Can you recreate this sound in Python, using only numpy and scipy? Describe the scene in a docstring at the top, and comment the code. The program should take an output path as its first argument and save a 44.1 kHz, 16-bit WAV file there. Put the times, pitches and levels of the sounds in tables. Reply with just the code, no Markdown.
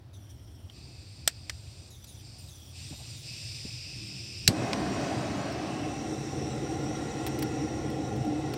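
"""A butane flame roars in the bowl of a round outdoor grill, over crackling lump charcoal.
Before it, unlit gas spits and hisses: turbulent noise shaped by tube, valve and bowl resonances.
At lighting the igniter snaps, the gas catches with a falling thump and the flame replaces the cold jet.
The flame is noise with a low roar, an upper roar and a hiss; the bowl's echo shifts as the nozzle sinks.
Snaps, cracks and bumps are short coloured noise bursts, over a low outdoor rumble."""
import sys
import numpy as np
from scipy import signal
from scipy.fft import rfft, irfft
from scipy.io import wavfile
from scipy.ndimage import uniform_filter1d

SR = 44100
rng = np.random.default_rng(int(sys.argv[2]) if len(sys.argv) > 2 else 0)


def put_to_file(sound):
    """Save the sound as 16-bit audio at rate SR, in the file named by the first command-line argument."""
    columns = np.atleast_2d(sound).T  # one column per channel
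    safe = np.clip(columns, -1, 1)
    whole_steps = np.round(safe * 32767)
    wavfile.write(sys.argv[1], SR, whole_steps.astype(np.int16))


N = 377937
TIME = np.arange(N) / SR
SOUND_SPEED = 343  # m/s
LIGHT_S = 4.4828
RIPPLE_DB = 2.2  # rms depth of the ripples from scattered echoes

# Course of the burning torch. Each row: time in seconds, then the levels in dB of the low roar,
# the upper roar and the nozzle hiss.
FLAME_COURSE = [(4.55, -33.5, -46.5, -48.5), (4.59, -31, -43.5, -48), (5.07, -31.5, -42.5, -47.5),
                (5.57, -33.5, -45, -51.5), (6.08, -35.5, -50, -49.5), (6.76, -34, -49, -51),
                (7.22, -34.5, -47.5, -50), (8.11, -33.5, -51, -53.5), (8.5, -33.5, -50.5, -54)]
# Roar of the free flame. Each row: frequency in Hz, density in dB per Hz.
FREE_ROAR = [(25, -113), (65, -71), (120, -61), (300, -63), (650, -63.5), (950, -69.5), (1800, -73.5),
             (2700, -76.5), (3600, -82.5), (5000, -79), (7000, -104), (16000, -125)]
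# Roar of the flame against the coals. Each row: frequency in Hz, density in dB per Hz.
NEAR_ROAR = [(25, -110), (65, -64.5), (120, -60.5), (250, -59), (450, -63.5), (650, -73.5), (950, -82),
             (1900, -84.5), (3000, -87), (4500, -90), (7000, -106), (16000, -125)]
# Resonances with the flame high over the coals. Each row: centre in Hz, width in Hz, height in dB.
HIGH_RESONANCES = [(195, 15, 6), (293, 65, 5), (490, 99, -9.5), (686, 70, 4.5), (1100, 25, 8),
                   (2500, 210, 2.5), (3950, 120, 4)]
# Peaks and nulls of the air in the grill bowl. Each row: centre in Hz, width in Hz, height in dB.
BOWL_RESONANCES = [(137.5, 31, 6.5), (179, 19, -22), (245, 18, -13), (310.7, 30, 9), (638, 97, -8),
                   (752, 208, 13), (1060, 85, 8.5), (1396, 115, 8.5), (1710, 190, -2.5), (1970, 380, 6.5),
                   (2617, 97, 9.5)]
# Band that swells as the nozzle swings down, and partly stays.
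# Each row: centre in Hz, width in Hz, full height in dB.
SWING_RESONANCE = [(2800, 470, 10)]
# Hiss of the hot nozzle. Each row: frequency in Hz, density in dB per Hz.
NOZZLE_HISS = [(2000, -105), (4000, -88.5), (5000, -87), (6200, -83.5), (7200, -89), (8700, -91.5),
               (10000, -104), (11500, -106), (12900, -113), (14200, -109), (16000, -115)]
# Resonances of the hot burner tube. Each row: centre in Hz, width in Hz, height in dB near the coals.
HOT_TUBE_RESONANCES = [(3860, 440, 5.5), (4530, 760, -11.5), (5650, 490, 8.5), (6990, 280, 1.5),
                       (8150, 150, 3)]
# levels in the course at which the spectra above hold (dB)
ROAR_DB, NOZZLE_DB, UPPER_FREE_DB, UPPER_NEAR_DB = -33.5, -48.5, -40, -47.5
SWING_S, SWING_RISE_S, SWING_FADE = 5.66, 0.61, 0.92  # the last is the share that fades again


def flame(roar_echo=0.051, hiss_echo=0.052, free_ring=0.39, split_hz=900, blend_hz=900):
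    """Combustion noise and jet noise, filtered by bowl and tube: near the coals it darkens and rings more."""
    def roar(hz, t):
        low_db, upper_db, _ = follow(FLAME_COURSE, t)
        near, path_m = lowering(t)
        upper_share = ease(hz, split_hz, blend_hz)
        low_gain_db = low_db - ROAR_DB
        upper_gain_db = upper_db - (1 - near) * UPPER_FREE_DB - near * UPPER_NEAR_DB
        gain_db = (1 - upper_share) * low_gain_db + upper_share * upper_gain_db
        free = read(FREE_ROAR, hz) + peaks(HIGH_RESONANCES, hz)
        close = read(NEAR_ROAR, hz) + peaks(BOWL_RESONANCES, hz)
        swing_left = 1 - SWING_FADE * ease(t, LOWER_S, LOWER_LENGTH_S)
        swing = ease(t, SWING_S, SWING_RISE_S) * swing_left * peaks(SWING_RESONANCE, hz)
        # the lumps scatter only short waves
        scattered = np.clip(hz / 2500, 0, 1) * scatter(hz, path_m, RIPPLE_DB)
        echoes = echo(hz, path_m, roar_echo) + scattered
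        return gain_db + (1 - near) * free + near * close + swing + echoes

    def hiss(hz, t):
        gain_db = follow(FLAME_COURSE, t)[-1] - NOZZLE_DB
        near, path_m = lowering(t)
        ring = (free_ring + (1 - free_ring) * near) * peaks(HOT_TUBE_RESONANCES, hz)
        echoes = echo(hz, path_m, hiss_echo) + scatter(hz, path_m, RIPPLE_DB)
        return gain_db + read(NOZZLE_HISS, hz) + ring + echoes

    roaring = turbulence(roar, size=4096, patchy_db=1.16)
    return roaring + turbulence(hiss, size=2048, patchy_db=2.5)


# the nozzle is lowered once, from high over the coals (nearness 0-1) to right against them
LOWER_S, LOWER_LENGTH_S, HIGH_NEARNESS = 5.92, 0.7, .2
# extra path of the bowl's echo (m), which shrinks as the nozzle comes down
HIGH_PATH_M, LOW_PATH_M, CLOSING_S = .65, .54, 2.3


def lowering(t):
    """Source-to-reflector geometry: the nozzle's nearness to the coals, 0-1, and the extra echo path in m."""
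    near = HIGH_NEARNESS + (1 - HIGH_NEARNESS) * ease(t, LOWER_S, LOWER_LENGTH_S)
    path_m = HIGH_PATH_M + (LOW_PATH_M - HIGH_PATH_M) * ease(t, LOWER_S, CLOSING_S)
    return near, path_m


# Colour of the gas jet alone. Each row: frequency in Hz, relative level in dB.
JET_COLOUR = [(900, -37), (1600, -28.5), (2050, -23.5), (3200, -16.5), (4500, -12), (5800, -13),
              (8500, -14), (10000, -26), (13000, -34), (16000, -37)]
# Fixed resonances of the burner tube in cold gas. Each row: centre in Hz, width in Hz, height in dB.
COLD_TUBE = [(2590, 350, 6), (3650, 400, 4), (5950, 250, 4), (7300, 350, 5), (8550, 380, 7),
             (11450, 600, 5), (13900, 1300, 9)]
# Broad bands in which the jet sings. Each row: centre in Hz before the pitch factor,
# width in Hz before it, height in dB at strength 1.
SINGING_BANDS = [(2510, 860, 8.5), (5110, 1120, 14.5)]
# The jet's low rush before flow and trim. 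Each row: frequency in Hz, density in dB per Hz.
LOW_RUSH = [(40, -105), (122, -56.5), (165, -75), (250, -95), (500, -88), (1500, -121)]
# Air in the bowl humming under the cold jet. Each row: centre in Hz, half-width in Hz, density in dB per Hz.
BOWL_HUM = [(192, 9.4, -68.5), (270, 7, -73), (315, 5.2, -66.5), (344, 7.3, -77), (396, 6.5, -74.5)]
FULL_JET_DB, JET_PATCHY_DB = -72.5, .8
# the jet's bands creep up in pitch as time passes (factor at 0 s, rise of the factor per second)
JET_PITCH, JET_RISE_PER_S = 0.907, 0.024
# the unlit torch swings round to face the bowl: its hiss turns softer, duller and more hollow
AIM_S, AIM_LENGTH_S, AIM_DB, AIM_DB_PER_OCTAVE, AIM_RING = 3.72, 0.36, -2.5, -1.5, 0.16
ASIDE_PATH_M, AIMED_PATH_M = 0.455, 0.98  # the extra echo path grows as the torch is aimed
HUM_S, HUM_RISE_S = 3.9, 0.16  # the jet reaches into the bowl and sets its air humming


def gas(rush_db=-2):
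    """Turbulent jet noise: unlit gas hisses through a resonant tube and, aimed at the bowl, stirs its air."""
    def hiss(hz, t):
        flow_db, bright, ring = valve(t)
        aimed = ease(t, AIM_S, AIM_LENGTH_S)
        octaves = np.log2(np.clip(hz, 2600, 9000) / 5000)
        tilt = (bright + aimed * AIM_DB_PER_OCTAVE) * octaves
        pitch = JET_PITCH + JET_RISE_PER_S * t
        singing = (ring + aimed * AIM_RING) * peaks(SINGING_BANDS, hz / pitch)
        colour = read(JET_COLOUR, hz) + peaks(COLD_TUBE, hz) + singing + tilt
        path_m = ASIDE_PATH_M + aimed * (AIMED_PATH_M - ASIDE_PATH_M)
        return FULL_JET_DB + flow_db + aimed * AIM_DB + colour + scatter(hz, path_m, RIPPLE_DB)

    def stirred_air(hz, t):
        aim_db = ease(t, AIM_S, AIM_LENGTH_S) * AIM_DB
        rush = amp(rush_db + valve(t)[0] + aim_db + read(LOW_RUSH, hz))
        modes = sum(amp(db + band(hz, f, width)) for f, width, db in BOWL_HUM)
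        hum = ease(t, HUM_S, HUM_RISE_S) * modes
        return 20 * np.log10(np.hypot(rush, hum))

    hissing = turbulence(hiss, size=1024, patchy_db=JET_PATCHY_DB)
    return hissing + turbulence(stirred_air, size=4096, patchy_db=0.5)


# Turns of the gas valve. Each row: time in seconds, new flow in dB relative to full,
# brightness in dB per octave, strength of the jet's bands as a factor.
VALVE_TURNS = [(.7, -13, -3, 0.77), (1.5, -11, -2, 0.5), (2.22, -12, -1, .85), (2.4, -10, -1, 0.41),
               (2.75, -2, -3.1, 0.32), (3.25, -1, -2.9, 0.81)]
TURN_S, SHUT_DB, CHOKE_S = 0.12, -39, 0.054


def valve(t):
    """Flow control: each turn sets flow dB, brightness and band strength anew; spurts choke the flow."""
    state = [SHUT_DB, *VALVE_TURNS[0][2:]]
    for s, *setting in VALVE_TURNS:
        turned = ease(t, s, TURN_S)
        state = [old + (new - old) * turned for old, new in zip(state, setting)]
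    choke_db = sum(db * spurting(t, s, length_s, CHOKE_S, CHOKE_S) for s, length_s, *_, db in VALVE_SPURTS)
    return state[0] + choke_db, state[1], state[2]


# Spurts of the half-open valve. Each row: start in seconds, length in seconds, attack in seconds,
# settled level in dB per Hz before colour and bands, settled pitch factor, change of the steady flow in dB.
VALVE_SPURTS = [(0.134, 0.61, .012, -108.5, 0.99, -3.5), (0.298, 0.022, .02, -110, 0.9, 0),
                (1.904, 0.154, .012, -103.5, 1.055, -11), (2.075, 0.15, 0.031, -102, 1.024, -6),
                (2.384, 0.11, .012, -105, 1.4, -1), (2.493, .24, 0.056, -101.5, 1.007, -6.5),
                (2.94, 0.11, .03, -105, 1.2, -2.5), (3.166, 0.074, .03, -102, 1.04, -4)]
# Broad colour of the spitting. Each row: frequency in Hz, relative level in dB.
SPITTING_COLOUR = [(1200, -11), (3000, -3.5), (6000, -0.5), (9000, -4.5), (11500, -4.5), (16000, -9)]
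# Whistling bands of the spitting. Each row: centre in Hz and width in Hz before the pitch factor, height in dB.
WHISTLE_BANDS = [(3240, 530, 16), (5620, 640, 14), (9150, 740, 9.5), (13600, 1000, 6)]
# Short squeals of the valve. Each row: middle in seconds, length in seconds, start in Hz, end in Hz,
# peak density in dB per Hz.
VALVE_SQUEALS = [(2.094, 0.036, 9800, 9400, -80), (2.13, .14, 10900, 10600, -95),
                 (2.64, .16, 15600, 15400, -95)]
# each spurt starts loud and high, then settles
SURGE_DB, SURGE_S, SHARP_SHARE, SINK_S, SPURT_RELEASE_S = 7.5, 0.038, 0.17, 0.055, 0.038


def spitting(squeal_width_hz=170):
    """Flow noise of a narrow gap: thin hiss whose bands sink after each spurt, with brief squeals."""
    def hiss(hz, t):
        total = 1e-9
        for s, length_s, attack_s, db, settled_pitch, _ in VALVE_SPURTS:
            age = np.maximum(t - s, 0)
            pitch = settled_pitch * (1 + SHARP_SHARE * np.exp(-age / SINK_S))
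            bands = peaks(WHISTLE_BANDS, hz / pitch)
            surge_db = SURGE_DB * np.exp(-age / SURGE_S)
            envelope = spurting(t, s, length_s, attack_s, SPURT_RELEASE_S)
            total = total + envelope * amp(db + surge_db + bands)
        return 20 * np.log10(total) + read(SPITTING_COLOUR, hz)

    def squeal(hz, t):
        total = 1e-9
        for s, length_s, start_hz, end_hz, db in VALVE_SQUEALS:
            u = np.clip((t - s) / length_s, -2, 2)
            centre = (start_hz + end_hz) / 2 + u * (end_hz - start_hz)
            total = total + amp(db + band(hz, centre, squeal_width_hz)) * np.exp(-(2 * u) ** 2)
        return 20 * np.log10(total)

    return turbulence(hiss, size=512, patchy_db=2.5) + turbulence(squeal, size=512, patchy_db=1.5)


def spurting(t, s, length_s, attack_s, release_s):
    """Envelope of a transient flow, 0-1: attack, hold and release of one spurt."""
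    return ease(t, s, attack_s) * (1 - ease(t, s + length_s, release_s))


def ignition(thump_db=-14.0, start_hz=172, end_hz=92, sag_s=0.0083, swell_s=.0048,
             ping_hz=11080, ping_db=-42, ping_t60=0.11,
             puff_db=-25, puff_hz=250, puff_width_hz=130, puff_s=0.0079):
    """Sudden combustion: the gas in the tube catches with a puff and falling thump; the igniter spring pings."""
    t, out = np.arange(SR // 4) / SR, np.zeros(N)
    hz = end_hz + (start_hz - end_hz) * np.exp(-t / sag_s)
    thump_envelope = t / swell_s * np.exp(1 - t / swell_s)
    thump = thump_envelope * -np.cos(2 * np.pi * np.cumsum(hz) / SR)
    ping = np.exp(-np.log(1000) * t / ping_t60) * np.sin(2 * np.pi * ping_hz * t)
    puff = burst(lambda f: band(f, puff_hz, puff_width_hz), t / puff_s * np.exp(1 - t / puff_s))
    add(out, LIGHT_S, amp(thump_db) * thump + amp(puff_db) * puff + amp(ping_db) * ping)
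    return out


# Snaps of the trigger and its lock. Each row: start in seconds, level in dB, brightness in dB per octave,
# decay time constant in seconds, strongest ring in Hz, its height in dB, height of the hollow knock in dB.
SNAPS = [(0.698, -44, -5, 0.0028, 3240, 15, 8), (1.2761, -10.5, 2.1, 0.0022, 1690, 6.5, 17.5),
         (1.4958, -27.5, -2.5, 0.0034, 1820, 8, 6), (2.042, -48, 1.5, 0.0052, 13000, 18, 10),
         (4.4770, -5, 2, 0.002, 4630, 4.5, 14), (4.7312, -20, -4.5, 0.0017, 5360, 8, 13)]
# Colour of the torch body. Each row: frequency in Hz, relative level in dB.
BODY_COLOUR = [(200, -16), (600, -20), (1000, -13), (2400, -1), (3100, -4.5), (4400, 1.5), (5800, -2.5),
               (6700, -3), (8400, -8), (9300, -14.5), (12000, -14), (16000, -21)]
# Modes of the torch body. Each row: centre in Hz, width in Hz, height in dB.
BODY_RINGS = [(8160, 380, 14)]
RING_SHARE = .22  # width of the strongest ring as a share of its frequency
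KNOCK_HZ, KNOCK_WIDTH_HZ = 650, 220


def clicks(rise_s=0.00097, tail_db=-16, tail_s=0.01, tail_tilt_db=-3):
    """Impact excitation of modes: each snap rattles the torch body; the grill scatters a duller tail."""
    t, out = np.arange(SR // 8) / SR, np.zeros(N)
    for s, db, bright, decay_s, ring_hz, ring_db, knock_db in SNAPS:
        ring = (ring_hz, RING_SHARE * ring_hz, ring_db)
        knock = (KNOCK_HZ, KNOCK_WIDTH_HZ, knock_db)
        modes = [*BODY_RINGS, ring, knock]

        def colour(hz, tilt=0):
            octaves = np.log2(np.maximum(hz, 1500) / 4000)
            return read(BODY_COLOUR, hz) + peaks(modes, hz) + (bright + tilt) * octaves

        snap = burst(colour, 2 * (1 - np.exp(-t / rise_s)) * np.exp(-t / decay_s))
        tail_envelope = (1 - np.exp(-t / decay_s)) * np.exp(-t / tail_s)
        tail = burst(lambda hz: colour(hz, tail_tilt_db), tail_envelope)
        add(out, s, amp(db) * (snap + amp(tail_db) * tail))
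    return out


# Charcoal splitting in the heat. Each row: start in seconds, level in dB, length scale in seconds,
# brightness in dB per octave.
SPLITS = [(5.5224, -49, .003, 0), (7.2653, -33, 0.0068, 0), (7.389, -37.5, 0.0043, 1),
          (7.424, -31.5, 0.0045, 1.5), (7.901, -43, 0.0027, -3), (8.1619, -47, .003, -2),
          (8.2492, -47, .003, -3), (8.536, -36.5, 0.0041, -2)]
# Colour of a crack. Each row: frequency in Hz, relative level in dB.
SPLIT_COLOUR = [(500, -4), (2000, -2), (4500, 0), (7500, -8.5), (11000, -9), (16000, -7.5)]


def charcoal(clump_db=3):
    """Brittle fracture: each crack is a brief uneven run of tiny fractures."""
    t, out = np.arange(SR // 16) / SR, np.zeros(N)
    for s, db, length_s, bright in SPLITS:
        clumps = uniform_filter1d(rng.standard_normal(len(t)), size=40)
        unevenness = amp(clump_db * clumps / clumps.std())
        envelope = unevenness * np.exp(-(t / (2 * length_s)) ** 2)
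        envelope *= np.sqrt(length_s * SR) / np.linalg.norm(envelope)  # energy set by level and length
        crack = burst(lambda hz: read(SPLIT_COLOUR, hz) + bright * np.log2(np.maximum(hz, 2000)), envelope)
        add(out, s, amp(db) * crack)
    return out


# Soft handling bumps. Each row: start in seconds, level in dB, pitch in Hz, time to the peak in seconds.
HAND_BUMPS = [(2.906, -41, 178, 0.0073), (2.923, -51, 630, 0.007), (2.985, -56.5, 726, 0.017),
              (3.651, -36, 253, 0.0035)]


def handling(steep_db=22):
    """Soft impacts: dull, narrow-band bumps of the hand on the torch."""
    t, out = np.arange(SR // 4) / SR, np.zeros(N)
    for s, db, pitch_hz, peak_s in HAND_BUMPS:
        envelope = t / peak_s * np.exp(1 - t / peak_s)
        bump = burst(lambda hz: -steep_db * np.log2((hz + 1) / pitch_hz) ** 2, envelope)
        add(out, s, amp(db) * bump)
    return out


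# Outdoor background. Each row: frequency in Hz, density in dB per Hz.
YARD_RUMBLE = [(20, -102), (45, -97.5), (70, -64), (112, -66.5), (160, -81.5), (220, -83.5), (330, -83.5),
               (440, -94), (700, -92.5), (1000, -100), (2200, -106), (5800, -109), (7000, -117),
               (16000, -122)]


def yard():
    """Stationary ambient noise: a low outdoor rumble, steady in level."""
    return turbulence(lambda hz, t: read(YARD_RUMBLE, hz), size=2048, patchy_db=1.3)


def turbulence(colour, size, patchy_db):
    """Time-varying filtering: noise of density colour(Hz, s) in dB per Hz, with small drifting patches."""
    grid = dict(fs=SR, nperseg=size, noverlap=size - size // 4)
    hz, t, z = signal.stft(rng.standard_normal(N) * np.sqrt(SR / 2), **grid)
    patches = uniform_filter1d(rng.standard_normal(z.shape), size=12, axis=0)
    patches = uniform_filter1d(patches, size=6, axis=1)
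    gain_db = colour(hz[:, None], t) + patchy_db * patches / patches.std()
    return signal.istft(z * amp(gain_db), **grid)[1][:N]


def burst(colour, envelope):
    """Random-phase synthesis: a short coloured rattle under an envelope, which also sets its rms."""
    hz = np.fft.rfftfreq(len(envelope), 1 / SR)
    spectrum = amp(colour(hz)) * np.exp(2j * np.pi * rng.random(len(hz)))
    sound = envelope * irfft(spectrum, len(envelope))
    return sound * np.linalg.norm(envelope) / np.linalg.norm(sound)


def echo(hz, path_m, share):
    """Interference: the comb in dB that one reflection lays over a sound."""
    turns = hz * path_m / SOUND_SPEED
    return 20 * np.log10(abs(1 + np.clip(share, 0, .9) * np.exp(2j * np.pi * turns)))


def scatter(hz, path_m, ripple_db, count=10):
    """Multiple scattering: weak echoes off lumps and far wall ripple the spectrum, sliding with the path."""
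    extra_m = rng.uniform(.1, 1.8, count)
    turns_per_m = hz / SOUND_SPEED
    still = sum(rng.choice([-1, 1]) * np.exp(2j * np.pi * turns_per_m * m) for m in extra_m)
    moved = still * np.exp(2j * np.pi * turns_per_m * path_m)
    return ripple_db * np.sqrt(2 / count) * moved.real


def peaks(bands, hz):
    """Resonance: bell-shaped peaks in dB, each half its height at half its width from the centre."""
    return sum(db * .5 ** ((2 * (hz - f) / width) ** 2) for f, width, db in bands)


def band(hz, centre, half_width):
    """Resonance skirts in dB: 0 at the top, 6 dB down at the half-width."""
    return -20 * np.log10(1 + ((hz - centre) / half_width) ** 2)


def read(points, hz):
    """Spectral interpolation: dB values joined by straight lines over log frequency."""
    f, db = np.transpose(points)
    return np.interp(np.log(hz + 1), np.log(f + 1), db)


def follow(rows, t):
    """Linear interpolation: the columns of a control curve at times t."""
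    s, *columns = np.transpose(rows)
    return [np.interp(t, s, c) for c in columns]


def ease(t, middle, length):
    """Raised-sine transition: a smooth move from 0 to 1."""
    return .5 + .5 * np.sin(np.pi * np.clip((t - middle) / length, -.5, .5))


def amp(db):
    """Logarithmic level: decibels to gain."""
    return 10 ** (np.asarray(db) / 20)


def add(mix, s, sound):
    """Superposition: lays a sound into the mix at time s."""
    part = mix[round(s * SR):][:len(sound)]
    part += sound[:len(part)]


def scene(catch_s=0.0058):
    """Superposition of sources: the flame takes over from the cold gas at the moment of lighting."""
    lit = np.clip((TIME - LIGHT_S) / catch_s, 0, 1)
    torch = lit * flame() + (1 - lit) * (gas() + spitting()) + ignition() + clicks()
    return (torch + charcoal() + handling() + yard())[None]


def record(dry, dip_db=-7, edge_hz=15900):
    """Transducer response: the microphone's sharp treble dip, then full scale and the band limit."""
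    hz = np.fft.rfftfreq(N, 1 / SR)
    response_db = read([(6020, 0.015), (6190, dip_db), (7200, 0)], hz)
    coloured = irfft(rfft(dry) * amp(response_db), N)
    low_pass = signal.firwin(511, edge_hz, window=("kaiser", 9), fs=SR)
    return signal.oaconvolve(np.clip(coloured, -1, 1), low_pass[None], "same")


dry = scene()
out = record(dry)
put_to_file(out)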